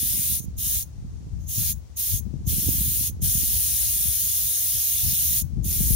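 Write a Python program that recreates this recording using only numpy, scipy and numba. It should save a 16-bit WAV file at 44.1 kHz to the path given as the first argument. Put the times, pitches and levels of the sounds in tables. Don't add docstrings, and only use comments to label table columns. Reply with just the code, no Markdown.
import sys
import numpy as np
from scipy import signal
from scipy.fft import rfft, irfft
from scipy.io import wavfile
from scipy.ndimage import uniform_filter1d, map_coordinates
from numba import njit

SR = 44100
rng = np.random.default_rng(int(sys.argv[2]) if len(sys.argv) > 2 else 0)


def transcribe(signal):
    frames = np.atleast_2d(signal).T
    limited = np.clip(frames, -1, 1)
    pcm = np.round(limited * 32767).astype(np.int16)
    wavfile.write(sys.argv[1], SR, pcm)


N = 262395

# pitch_hz, relative_density_db
HISS_COLOUR = [(100, 19), (400, 15), (800, 10), (1500, 2), (3000, 0.5), (5000, 3), (6500, -1), (8000, 0),
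               (11000, -6.5), (13000, -26), (15500, -27)]
# time_s, left_gain_db, right_gain_db, extra_eddy_db
BREEZE_COURSE = [(.05, -41, -33, 1), (.25, -49, -33, 2), (.45, -38, -30, -1), (.65, -32, -38, 0),
                 (.9, -36, -40, -2), (1.15, -35, -40, 3), (1.5, -34, -40, 0), (1.85, -43, -41, -3),
                 (2.05, -33, -45, -3), (2.3, -25.5, -44, 2), (2.55, -28, -27, 2), (2.75, -30, -29, 3),
                 (3.0, -32, -34, 1), (3.3, -32, -30, 0), (3.75, -39, -39, -1), (3.95, -36, -41, -2),
                 (4.35, -38, -44, -3), (4.6, -45, -48, -3), (4.75, -39, -51, -6), (4.98, -39, -44, -4),
                 (5.15, -30, -52, -3), (5.4, -30, -40, -3), (5.65, -26, -33, 1), (5.95, -23, -30, 1)]
# peak_s, peak_gain_db, left_minus_right_db, time_to_fall_10_db_s
GUST_PEAKS = [(.57, -35, -10, .05), (.75, -33, 8, .07), (1.02, -38, -8, .05), (1.27, -39, -8, .05),
              (1.35, -34, 15, .08), (1.6, -29, 20, .1), (1.7, -28, 24, .07), (2.14, -28.5, 23, .06),
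              (2.47, -31, 10, .06), (2.67, -31, -8, .07), (2.86, -30, 16, .07), (3.23, -27, 10, .07),
              (3.38, -32, -10, .08), (3.55, -32, 12, .07), (4.03, -38, -3, .06), (4.24, -38, 4, .06),
              (4.43, -40, 17, .06), (4.94, -43, -8, .05), (5.05, -27, 30, .12), (5.31, -33, 2, .06),
              (5.37, -32, 20, .05), (5.45, -28, 20, .05), (5.58, -23, 14, .05), (5.67, -31, -6, .05),
              (5.78, -26, 12, .08), (5.92, -21, 10, .04)]
# start_s, peak_db (before the split between ports), left_minus_right_db
HARD_PUFFS = [(0.192, -26, -23), (0.48, -26, -17.5), (0.665, -31, 11), (1.044, -32, 11), (1.58, -24, 12.5),
              (2.137, -31, 19.5), (2.272, -24, 29), (2.356, -27, 17), (2.472, -19, 14), (2.581, -20, -1),
              (2.666, -24, 5), (2.749, -29, .5), (2.809, -23, 9), (2.879, -28, -6.5), (3.223, -24, 4),
              (3.351, -21, -17), (4.054, -30, 7), (5.044, -26, 29), (5.081, -29, 21), (5.124, -29, 24),
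              (5.418, -27, 13.5), (5.532, -25, 3), (5.569, -22, 11.5), (5.608, -26, 2.5), (5.66, -22, -4.5),
              (5.809, -19, 4), (5.905, -16, 18.5)]
# opens_s, leak_before_s, seal_break_s, reach_full_flow_s, shuts_s,
# ease_before_shut_s, jet_level_db (before throttling and echoes), dribble_after_shut_s
PIN_PUSHES = [(-.3, .001, .018, .05, .398, .04, -25, .045), (.584, .001, .02, .076, .83, .065, -24.3, .001),
              (1.49, .045, .03, .11, 1.727, .018, -25.3, .001),
              (1.969, .001, .012, .026, 2.194, .045, -26.3, .001),
              (2.472, .001, .02, .024, 3.097, .022, -25.7, .001),
              (3.22, .001, .012, .024, 5.42, .03, -24.2, .001),
              (5.646, .001, .02, .07, 6.3, .05, -25.5, .001)]
# pitch_hz, relative_density_db
JET_COLOUR_LEFT = [(500, -30), (1300, -35.5), (2400, -25), (3700, -13.5), (4100, -13), (6600, -14),
                   (7900, -14), (9000, -6.5), (10600, 1), (11900, -12), (12900, -5.5), (13800, -6),
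                   (14700, -10.5), (15600, -6)]
JET_COLOUR_RIGHT = [(500, -38.5), (1300, -37), (2400, -25.5), (3600, -16), (4600, -21.5), (6400, -13),
                    (7700, -11), (9000, -10), (10400, -20.5), (11200, -6), (12200, -10.5), (13000, -3),
                    (14200, -6), (14900, 4), (15700, -15.5)]
# pitch_hz, width_hz, gain_db
REFLECTIONS_LEFT = [(3400, 150, -3), (3520, 135, 1), (6620, 250, 0), (8420, 290, 5), (9680, 300, 0.5),
                    (10340, 220, -1.5), (10960, 210, 4), (12700, 350, -2.5), (12740, 250, 3.5),
                    (14000, 250, 2), (14720, 350, -6.5), (15500, 200, 2)]
REFLECTIONS_RIGHT = [(4670, 150, -11), (5330, 150, -8.5), (5500, 150, 5), (6020, 150, -15), (9070, 290, 5),
                     (10200, 200, 3), (10500, 252, -3), (10700, 200, 2), (11700, 200, 3), (14300, 200, -6),
                     (14370, 200, 3), (15700, 200, 5)]
# pitch_hz, right_lead_radians, likeness_0_to_1
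PORT_LIKENESS = [(500, -0.6, 0.54), (3270, 0.03, 0.81), (4320, 1.28, 0.3), (5320, 1.5, 0.55),
                 (6320, 5, 0.64), (6820, 3.5, 0.69), (8260, 3, 0.73), (8800, 4.5, 0.4), (10300, 4.0, .65),
                 (10980, 5, .8), (12200, 6.3, 0.4), (13800, 5.6, 0.84), (14400, 6.5, 0.3),
                 (14800, 4.9, 0.64), (15700, 4.5, 0.73)]
# band_top_hz, extra_loss_db_per_db_of_throttling
PIN_THINNING = [(2500, 0.42), (5800, 0.28), (7300, -0.4), (12300, 0.12), (17000, 0.1)]
# pitch_hz, width_hz, gain_db
PORT_RESONANCES_LEFT = [(5690, 840, 6)]
PORT_RESONANCES_RIGHT = [(5790, 460, -49), (5400, 900, -7), (6560, 680, 10)]

HISS_DB, HISS_RIGHT_DB = -56, -4

ROLL_HZ, ROLL_DAMP, ROLL_FLICKER_DB, ROLL_DB = 69.9, 0.83, 2, 3.3
EDDIES_PER_S, EDDY_SPREAD_DB = 110, 2.8
EDDY_HZ_LEFT, EDDY_HZ_RIGHT = 162, 189
EDDY_DB_LEFT, EDDY_DB_RIGHT = -11.5, -5
EDDY_OCTAVES_PER_DB, EDDY_DB_PER_DB = .02, .05
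GUST_RISE_S = .025
WAVER_DB, WAVER_RATE_HZ = 1.2, 10
PUFF_S = .0086

LEAK_DB, CRACK_DB = -38, -8
SINK_POWER = .7
EASED_DB, SHUT_S = -7, .009
DRIBBLE_DB, DRIBBLE_SAG_DB = -18, -2
SEAT_S, SEATED_DB, FADE_S, CLOSED_DB = .01, -37, .07, -50

FULL_FLOW_DB = -25
PATCH_DB, PATCH_HZ, PATCH_S = 2, 250, .06
ARCH_DB, ARCH_T60_S = -15, .02
YARD_DB, YARD_T60_S = -20.5, .2

BASS_CUT_HZ, TOP_HZ = 52.8, 15760


def undb(db):
    return 10 ** (np.asarray(db) / 20)


def level(x, db):
    return x * undb(db) / np.sqrt(np.mean(x ** 2))


def over_hz(table, column=1):
    table = np.array(table, float)
    hz = np.fft.rfftfreq(N, 1 / SR) + 1
    return np.interp(np.log(hz), np.log(table[:, 0]), table[:, column])


def over_time(table, column=1):
    table = np.array(table, float)
    return np.interp(np.arange(N) / SR, table[:, 0], table[:, column])


def walk(rate):
    hold = int(SR / rate)
    steps = np.repeat(rng.standard_normal(N // hold + 1), hold)
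    return 1.3 * uniform_filter1d(uniform_filter1d(steps, hold), hold)[:N]


def bumps(table):
    hz = np.fft.rfftfreq(N, 1 / SR)
    return sum(db * np.exp(-(2 * (hz - centre) / width) ** 2) for centre, width, db in table)


def shares(pan_db):
    return 2 / np.sqrt(1 + undb(2 * np.array([-pan_db, pan_db])))


@njit
def lowpass(x, hz, damp):
    y, band, low = np.empty(len(x)), 0., 0.
    for i in range(len(x)):
        g = np.tan(np.pi * hz[i] / SR)
        v = (band + g * (x[i] - low)) / (1 + g * (g + damp))
        y[i] = low + g * v
        band, low = 2 * v - band, 2 * y[i] - low
    return y


def background_hiss():
    hiss = irfft(rfft(rng.standard_normal((2, N))) * undb(over_hz(HISS_COLOUR)), N)
    return level(hiss, HISS_DB) * undb([[0], [HISS_RIGHT_DB]])


def wind_gain():
    t = np.arange(N) / SR
    breeze_db = [over_time(BREEZE_COURSE, column=k) + WAVER_DB * walk(WAVER_RATE_HZ) for k in (1, 2)]
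    power = undb(np.array(breeze_db)) ** 2
    for peak_s, db, pan_db, fall_s in GUST_PEAKS:
        below_db = 10 * np.maximum((peak_s - t) / GUST_RISE_S, (t - peak_s) / fall_s)
        power = power + (undb(db - below_db) * shares(pan_db)[:, None]) ** 2
    return np.sqrt(power)


def rolling_pressure():
    hz = ROLL_HZ * 2 ** (0.16 * walk(6))
    rumble = lowpass(lowpass(rng.standard_normal(N), hz, ROLL_DAMP), 2.0 * hz, 1.25)
    return level(rumble * undb(ROLL_FLICKER_DB * walk(20)), ROLL_DB)


def small_eddies(above_db, corner_hz, eddy_db):
    hit, sign, size = rng.random((3, N))
    strikes = (hit < EDDIES_PER_S / SR) * np.sign(sign - .5)
    strikes = strikes * undb(-EDDY_SPREAD_DB * np.log(1 - size))
    hz = corner_hz * 2 ** (EDDY_OCTAVES_PER_DB * above_db)
    pulses = lowpass(lowpass(strikes, hz, 1.01), 1.89 * hz, 1.65)
    pulses = pulses / np.sqrt(hz)
    extra_db = EDDY_DB_PER_DB * above_db + over_time(BREEZE_COURSE, column=3)
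    return level(pulses, eddy_db) * undb(extra_db)


def wind():
    corners_hz, eddy_levels_db = (EDDY_HZ_LEFT, EDDY_HZ_RIGHT), (EDDY_DB_LEFT, EDDY_DB_RIGHT)
    ports = []
    for gain, corner_hz, eddy_db in zip(wind_gain(), corners_hz, eddy_levels_db):
        above_db = 20 * np.log10(gain) + 30
        ports.append(gain * (rolling_pressure() + small_eddies(above_db, corner_hz, eddy_db)))
    return np.array(ports)


def puffs():
    out, u = np.zeros((2, N + SR)), np.linspace(0, 1, int(PUFF_S * SR))
    swing = np.sin(2 * np.pi * u) * np.sin(np.pi * u) * np.exp(-.8 * u)
    swing = swing / swing.max()
    for start_s, db, pan_db in HARD_PUFFS:
        start = int(start_s * SR)
        polarity = np.sign(rng.random() - .5)
        out[:, start:start + len(u)] += polarity * undb(db) * shares(pan_db)[:, None] * swing
    return out[:, :N]


def echoes(db, t60):
    t = np.arange(SR // 2) / SR
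    tail = rng.standard_normal((2, len(t))) * 1000. ** (-t / t60) * (t > .0005)
    return undb(db) * tail / np.sqrt(np.sum(tail ** 2, axis=1, keepdims=True))


def patchy(x):
    hz, s, frames = signal.stft(x, SR, nperseg=512)
    coarse = rng.standard_normal((200, 400))
    places = np.meshgrid(hz / PATCH_HZ, s / PATCH_S, indexing="ij")
    field = map_coordinates(coarse, places, order=1, mode="wrap")
    return signal.istft(frames * undb(PATCH_DB * field), SR, nperseg=512)[1][:, :N]


def valve_flow():
    pushes, t = [], np.arange(N) / SR
    for opens, leak, crack, push, shuts, ease, db, dribble in PIN_PUSHES:
        cracks, seats = opens - crack, shuts + SHUT_S + dribble
        seal_db = over_time([(cracks - 2 * leak, CLOSED_DB), (cracks - leak, LEAK_DB), (cracks, LEAK_DB),
                             (opens, 0), (shuts - ease, 0), (shuts, EASED_DB),
                             (shuts + SHUT_S, DRIBBLE_DB), (seats, DRIBBLE_DB + DRIBBLE_SAG_DB),
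                             (seats + SEAT_S, SEATED_DB), (seats + SEAT_S + FADE_S, CLOSED_DB)])
        sunk = np.clip((t - opens) / push, 0, 1) ** SINK_POWER
        broken = np.clip((t - cracks) / crack, 0, 1)
        pushes.append(db + seal_db + CRACK_DB * (1 - sunk) * broken)
    return np.max(pushes, axis=0)


def jet_spectra():
    shared, own = rfft(rng.standard_normal((2, N)))
    like = np.clip(over_hz(PORT_LIKENESS, column=2), 0, 1)
    right = like * shared * np.exp(1j * over_hz(PORT_LIKENESS)) + np.sqrt(1 - like ** 2) * own
    return np.array([shared * undb(over_hz(JET_COLOUR_LEFT) + bumps(REFLECTIONS_LEFT)),
                     right * undb(over_hz(JET_COLOUR_RIGHT) + bumps(REFLECTIONS_RIGHT))])


def jet():
    spectra, flow_db = jet_spectra(), valve_flow()
    throttle_db = np.clip(flow_db - FULL_FLOW_DB, -30, 0)
    scale = np.sqrt(np.mean(irfft(spectra.mean(0), N) ** 2))
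    hz, low, out = np.fft.rfftfreq(N, 1 / SR), 0, 0
    for top, loss in PIN_THINNING:
        band = irfft(spectra * ((hz >= low) & (hz < top)), N) / scale
        flutter_db = .5 * walk(12) + 0.48 * walk(2)
        out = out + band * undb(flow_db + loss * throttle_db + flutter_db)
        low = top
    out = patchy(out)
    response = echoes(ARCH_DB, ARCH_T60_S) + echoes(YARD_DB, YARD_T60_S)
    return out + signal.fftconvolve(out, response, axes=1)[:, :N]


def scene():
    return background_hiss() + wind() + puffs() + jet()


def record(dry):
    gains = undb([bumps(PORT_RESONANCES_LEFT), bumps(PORT_RESONANCES_RIGHT)])
    responses = np.roll(irfft(gains, N), 1024, axis=1)[:, :2049]
    padded = np.pad(dry, ((0, 0), (1024, 1024)), "reflect")
    x = signal.fftconvolve(padded, responses, "valid", axes=1)
    x = signal.sosfilt(signal.butter(4, BASS_CUT_HZ, "high", fs=SR, output="sos"), x)
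    return signal.sosfilt(signal.ellip(16, .3, 70, TOP_HZ, fs=SR, output="sos"), x)


dry = scene()
out = record(dry)
transcribe(out)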